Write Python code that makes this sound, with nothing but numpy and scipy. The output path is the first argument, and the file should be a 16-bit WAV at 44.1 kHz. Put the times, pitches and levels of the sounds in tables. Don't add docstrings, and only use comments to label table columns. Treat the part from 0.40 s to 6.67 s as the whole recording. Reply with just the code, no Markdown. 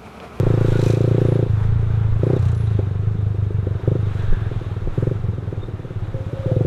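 import sys
import numpy as np
from scipy import signal
from scipy.io import wavfile
from scipy.ndimage import uniform_filter1d

SR = 44100
rng = np.random.default_rng(int(sys.argv[2]) if len(sys.argv) > 2 else 0)


def invert_db(level):
    return 10 ** (np.asarray(level, dtype=float) / 20)


def wav_out(sig):
    wavfile.write(sys.argv[1], SR, np.round(np.clip(np.atleast_2d(sig).T, -1, 1) * 32767).astype(np.int16))


N = 276462

# pitch_hz, level_db (per Hz)
RUMBLE_SPECTRUM = [(40, -10.5), (65, -6.5), (130, -5.5), (220, -14.5), (400, -14), (600, -24.5), (900, -35)]
TYRE_SPECTRUM = [(350, -20), (600, -1.5), (1000, -3), (1120, -3.5), (1220, -1.5), (1520, -5), (2050, -12.5),
                 (2600, -18), (3380, -52.5), (5720, -120)]
SWISH_SPECTRUM = [(1290, -32), (2200, 0.5), (2870, -0.5), (3350, -1.5), (3720, 1), (4700, -19),
                  (6110, -47.5), (10300, -120)]
HISS_SPECTRUM = [(2590, -19.5), (4400, -3.5), (4710, -4), (6360, -5), (10900, -14), (13400, -16.5),
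                 (14500, -19), (15500, -27)]
SPIT_SPECTRUM = [(900, -1), (4000, -13.5), (6000, -26), (15500, -26)]
# closest_s, half_length_s, level_db
GUSTS = [(.32, 0.18, -25), (1.13, 0.06, -27.5), (1.45, .15, -32), (1.71, 0.054, -17), (2.05, .12, -35.5),
         (2.71, .04, -27.5), (3.1, 0.16, -34.5), (3.93, .05, -25), (4.25, .12, -31), (4.47, .04, -24.5)]
# tyre_roar_db, swish_db, hiss_db
STREET_DB = (-47, -58.5, -66.5)
# closest_s, half_length_s, tyre_roar_db, swish_db, hiss_db
VEHICLES = [(0.1, 0.3, -38, -50, -56), (.33, 0.11, -37.5, -45.5, -53), (.47, 0.073, -38, -48, -47),
            (.8, 0.3, -41, -49.5, -57.5), (1.22, 0.074, -40.5, -58, -62.5), (1.55, 0.22, -43.5, -58, -68),
            (1.92, 0.13, -40.5, -53.5, -60), (2.06, .05, -43.5, -54.5, -61),
            (2.32, 0.18, -46.5, -56, -66.5), (3.45, 0.15, -48, -62.5, -67), (3.8, 0.2, -43.5, -51, -62),
            (4.17, 0.23, -45.5, -54, -65), (4.62, 0.14, -44.5, -58, -62.5), (5.65, 0.033, -53, -60, -74),
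            (6.1, 0.32, -47, -55, -62.5)]
# start_s, length_s, pitch_hz, width_hz, level_db
SQUEAKS = [(0.201, 0.082, 1454, 90, -42.5), (.33, 0.056, 1443, 80, -36.5), (0.456, 0.11, 2470, 300, -44.5),
           (0.653, 0.07, 10350, 80, -70), (0.86, 0.094, 10380, 60, -65), (1.085, .075, 10500, 79, -76),
           (1.85, .1, 10400, 80, -76), (1.96, 0.018, 3730, 250, -44), (2.265, .02, 3800, 250, -52),
           (2.146, .125, 10500, 70, -63.5), (2.172, 0.1, 9400, 120, -73), (2.28, .07, 10500, 80, -75),
           (3.785, 0.31, 1620, 305, -46), (5.194, .14, 3670, 80, -67), (5.219, 0.023, 3644, 50, -49.5)]
# closest_s, half_length_s, ticks_per_s, level_db, first_tick_s
PASSING_ENGINES = [(0.464, 0.091, 45.5, -41, .26), (2.052, 0.15, 32.3, -51, 1.8364),
                   (3.807, 0.043, 41, -55, 3.6)]
# pitch_hz, level_db, t60_s
TICK_MODES = [(2600, -11, 0.0053), (3960, -5.5, 0.0041), (5600, -17, 0.003), (6000, -9.5, 0.0024),
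              (7470, -10.5, 0.0022), (9080, -16.5, 0.0023)]
# time_s, pitch_hz, level_db
LORRY_WHINE = [(5.72, 535, -62), (5.76, 533.7, -32), (5.83, 527.4, -42), (5.88, 530.3, -45),
               (5.92, 558, -34), (6.0, 537, -34), (6.1, 522, -25.5), (6.27, 484, -35)]
# time_s, strokes_per_s (exhaust strokes)
ENGINE_SPEED = [(0.0, 27.67), (0.48, 27.73), (0.72, 28.79), (0.96, 28.53), (1.21, 25.65), (1.33, 28.44),
                (1.69, 26.71), (1.87, 29.08), (1.93, 31.52), (2.53, 23.48), (2.65, 26.19), (3.38, 23.83),
                (3.5, 25.78), (3.62, 25.55), (4.1, 20.35), (4.52, 18.55), (4.7, 23.86), (5.31, 18.03),
                (5.43, 18.72), (5.49, 17.23), (6.03, 15.26), (6.27, 26.63)]
# first_stroke_s, last_stroke_s, burn_db, last_stroke_weaker_db
OPEN_THROTTLE = [(0, 1.063, 1.9, 9), (1.833, 1.965, 2.5, 4), (3.476, 3.554, 2, 3), (4.579, 4.712, 1.5, 3),
                 (5.23, 5.284, -8.5, -0.5), (5.393, 5.505, -10, -1.5), (6.115, 6.249, 2.3, 2.5)]
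# time_s, burn_db
FAINT_BURN = [(1.16, -37), (2.05, -42.5), (2.4, -22), (3.1, -28), (3.35, -18), (3.9, -21), (5.05, -13.5),
              (5.55, -21.5)]
# time_s, burn_db, thud_change_db, extra_crack_db
UNEVEN_STROKES = [(2.392, -17, 0.5, 17), (2.635, -26, -3.5, 1), (2.751, -3.5, -2.5, -12.5),
                  (2.945, -13.5, -3, 2), (3.108, -12, -2, 4.5), (3.271, -13.5, 0, 10.5),
                  (3.395, -13, -16, 2), (3.437, -14.5, -3.5, 2), (3.714, -24.5, -4.5, 5.5),
                  (3.926, -3.5, -6, -5), (4.115, -7, -39, 1.5), (4.213, -10, -34, 0.5),
                  (4.471, -6, -32, 3.5), (4.527, -25.5, -8, 3), (4.798, -23, -6.5, -8),
                  (4.888, -7.5, 4, -6), (4.98, -5, -35, -4.5), (5.127, -8, -23, 3), (5.742, -5.5, -25, 0),
                  (5.868, -10, 0, -5), (5.932, -7, -27, 5), (6.059, 0, -30, 0.5)]
# pitch_hz, level_db, t60_s, polarity (signed gain)
HOT_PIPE = [(107, -4.5, 0.1, -0.75), (161.2, 4.5, 0.03, 0.35), (269.7, 10, 0.0049, -0.4),
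            (378.4, -15, 0.1, 0.78), (413.3, -2, 0.047, 0.91), (503.4, 7.5, 0.047, 0.57),
            (700, 4, 0.0061, -0.77)]
COOL_PIPE = [(89.3, -6, 0.048, 0.89), (106.2, -4.5, 0.089, -0.99), (188.6, -24.5, 0.061, 0.92),
             (404, -24, 0.063, -0.43), (446, -28.5, 0.068, -0.99)]


def rms_one(x):
    return x / np.sqrt(np.mean(x ** 2) + 1e-20)


def in_time(rows, at=None):
    time_s, *columns = np.transpose(rows)
    at = np.arange(N) / SR if at is None else at
    return [np.interp(at, time_s, column) for column in columns]


def drift(rate_hz):
    pole = np.exp(-80 * np.pi * rate_hz / SR)
    noise = rng.standard_normal(N // 40 + 2002)
    slow = signal.lfilter([1], [1, -2 * pole, pole * pole], noise)[2000:]
    return np.interp(np.arange(N) / 40, np.arange(len(slow)), rms_one(slow))


def decay(t60_s):
    return invert_db(-60 / (t60_s * SR))


def ring(x, hz, t60_s):
    r, w = decay(t60_s), 2 * np.pi * hz / SR
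    return signal.lfilter([0, np.sin(w)], [1, -2 * r * np.cos(w), r * r], x + 1e-18)


def clicks(times, gains):
    out = np.zeros(N)
    places = np.clip((np.asarray(times) * SR).astype(int), 0, N - 1)
    np.add.at(out, places, gains)
    return out


def coloured(spectrum, patchy_db):
    hz, level_db = np.transpose(spectrum)
    edges = hz[0] * 2 ** np.arange(0, np.log2(hz[-1] / hz[0]) + .01, 1 / 5)
    white, out, shared = rng.standard_normal((2, N)), 0, drift(27.0)
    for k, (low, high) in enumerate(zip(edges, edges[1:])):
        band_pass = signal.butter(2, [low, min(high, .45 * SR)], "band", fs=SR, output="sos")
        band = signal.sosfilt(band_pass, white[k % 2])
        centre_db = np.interp(np.log(low * high) / 2, np.log(hz), level_db)
        flicker = 0.62 * shared + drift(45.0)
        out = out + band * invert_db(centre_db + patchy_db * flicker)
    return rms_one(out)


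def swells(rows, base_db):
    t = np.arange(N) / SR
    power = invert_db(np.atleast_1d(base_db))[:, None] ** 2
    for closest_s, half_s, *level_db in rows:
        nearness = 1 / (1 + ((t - closest_s) / half_s) ** 2)
        power = power + (invert_db(level_db)[:, None] * nearness) ** 2
    return 10 * np.log10(power)


def rumble():
    return invert_db(-36.5) * coloured(RUMBLE_SPECTRUM, patchy_db=1.0)


def wind():
    breeze_db, swing_db, wander_hz = -39.5, 5, 4.6
    band_pass = signal.butter(2, [10.0, 30.0], "band", fs=SR, output="sos")
    low = signal.sosfilt(band_pass, rng.standard_normal(N))
    level_db = swells(GUSTS, breeze_db)[0] + swing_db * drift(wander_hz)
    return invert_db(level_db) * rms_one(low)


def traffic():
    roar_db, swish_db, hiss_db = swells(VEHICLES, STREET_DB)
    roar = invert_db(roar_db) * coloured(TYRE_SPECTRUM, patchy_db=1.0)
    swish = invert_db(swish_db) * coloured(SWISH_SPECTRUM, patchy_db=1.0)
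    hiss = invert_db(hiss_db) * coloured(HISS_SPECTRUM, patchy_db=1.0)
    return roar + swish + hiss


def squeaks():
    out, t, flutter = np.zeros(N), np.arange(N) / SR, drift(63.0)
    for start_s, length_s, hz, width_hz, level_db in SQUEAKS:
        end_s = start_s + length_s
        span = slice(max(int((start_s - .03) * SR), 0), int((end_s + .03) * SR))
        t60_s = np.log(1000) / (np.pi * width_hz)
        once = ring(rng.standard_normal(N // 8), hz, t60_s)
        tone = rms_one(ring(once, hz, t60_s))[:span.stop - span.start]
        inside_s = np.minimum(t[span] - start_s, end_s - t[span])
        gate = np.clip(inside_s / .008 + .5, 0, 1)
        out[span] += invert_db(level_db + 1.4 * flutter[span]) * gate * tone
    return out


def passing_engines():
    out = np.zeros(N)
    soft, fall = decay(0.0071), decay(0.054)
    for closest_s, half_s, rate, level_db, first_s in PASSING_ENGINES:
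        times = first_s + np.arange(26) / rate + .0008 * rng.standard_normal(26)
        near = invert_db(level_db) / (1 + ((times - closest_s) / half_s) ** 2)
        for hz, mode_db, t60_s in TICK_MODES:
            vary_db = 2.5 * rng.standard_normal(len(times))
            hits = clicks(times, near * invert_db(mode_db + vary_db))
            burst = signal.lfilter([1 - soft], np.convolve([1, -soft], [1, -fall]), hits)
            out += ring(burst * rng.standard_normal(N), hz, t60_s)
    return out


def lorry():
    hz, level_db = in_time(LORRY_WHINE)
    phase = 2 * np.pi * np.cumsum(hz * (1 + .012 * drift(30.0))) / SR
    grain = .5 * (drift(35.0) * np.sin(phase) + drift(35.0) * np.cos(phase))
    return invert_db(level_db) * (np.sin(phase) + grain)


def strokes():
    count = .15 + np.cumsum(in_time(ENGINE_SPEED)[0]) / SR
    times = np.flatnonzero(np.diff(np.floor(count), prepend=-1)) / SR
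    faster = in_time(ENGINE_SPEED, times)[0] - 27.27
    thud_db = 1.32 + 0.49 * faster
    crack_db = 0.36 * faster
    burn_db = in_time(FAINT_BURN, times)[0]
    for first_s, last_s, level_db, fade_db in OPEN_THROTTLE:
        on = np.flatnonzero((times > first_s - .015) & (times < last_s + .015))
        burn_db[on] = level_db
        burn_db[on[-1]] -= fade_db
        thud_db[on] = burn_db[on] - 14.5
    for time_s, level_db, change_db, extra_db in UNEVEN_STROKES:
        k = np.argmin(abs(times - time_s))
        burn_db[k] = level_db
        thud_db[k] += change_db
        crack_db[k] += extra_db
    return times, burn_db, thud_db, crack_db


def pipe(times, level_db, crack_db, modes, width_s):
    t = np.arange(-5 * width_s, 5 * width_s, 1 / SR)
    pulse = np.exp(-.5 * (t / width_s) ** 2)
    vary_db = .9 * rng.standard_normal((len(times), len(modes)))
    rung = np.zeros(N)
    for k, (hz, mode_db, t60_s, polarity) in enumerate(modes):
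        stroke_db = level_db + mode_db + vary_db[:, k]
        if hz > 270:
            stroke_db = stroke_db + crack_db
        rung += polarity * ring(clicks(times, invert_db(stroke_db)), hz, t60_s)
    return signal.fftconvolve(rung, pulse / pulse.sum(), "same")


def tail_pipe(times, level_db):
    rise = int(.003 * SR)
    hits = clicks(times, invert_db(level_db))
    puff = uniform_filter1d(signal.lfilter([1], [1, -decay(.03)], hits), rise)
    rush = signal.lfilter([1], [1, -decay(.07)], hits)
    for _ in range(2):
        rush = uniform_filter1d(rush, int(.003 * SR / 2))
    rasp_spectrum = [(200, -5), (450, -1.5), (700, -1), (900, -16.5), (1200, -36.0)]  # pitch_hz, level_db
    spit = invert_db(-51) * puff * coloured(SPIT_SPECTRUM, patchy_db=2.0)
    rasp = invert_db(-31.5) * rush * coloured(rasp_spectrum, patchy_db=2.5)
    return spit + rasp


def engine():
    times, burn_db, thud_db, crack_db = strokes()
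    bark = pipe(times, burn_db, crack_db, HOT_PIPE, width_s=0.00068)
    thud_crack_db = 1.5 * rng.standard_normal(len(times))
    thud = pipe(times - 0.0039, thud_db, thud_crack_db, COOL_PIPE, width_s=0.00046)
    return bark + thud + tail_pipe(times, burn_db + crack_db)


def scene():
    background = rumble() + wind() + traffic()
    passing = squeaks() + passing_engines() + lorry()
    return (background + passing + engine())[None]


def low_pass(x):
    return signal.sosfilt(signal.butter(12, 15710, fs=SR, output="sos"), x)


def record(dry):
    return low_pass(dry)


dry = scene()
out = record(dry)
wav_out(out)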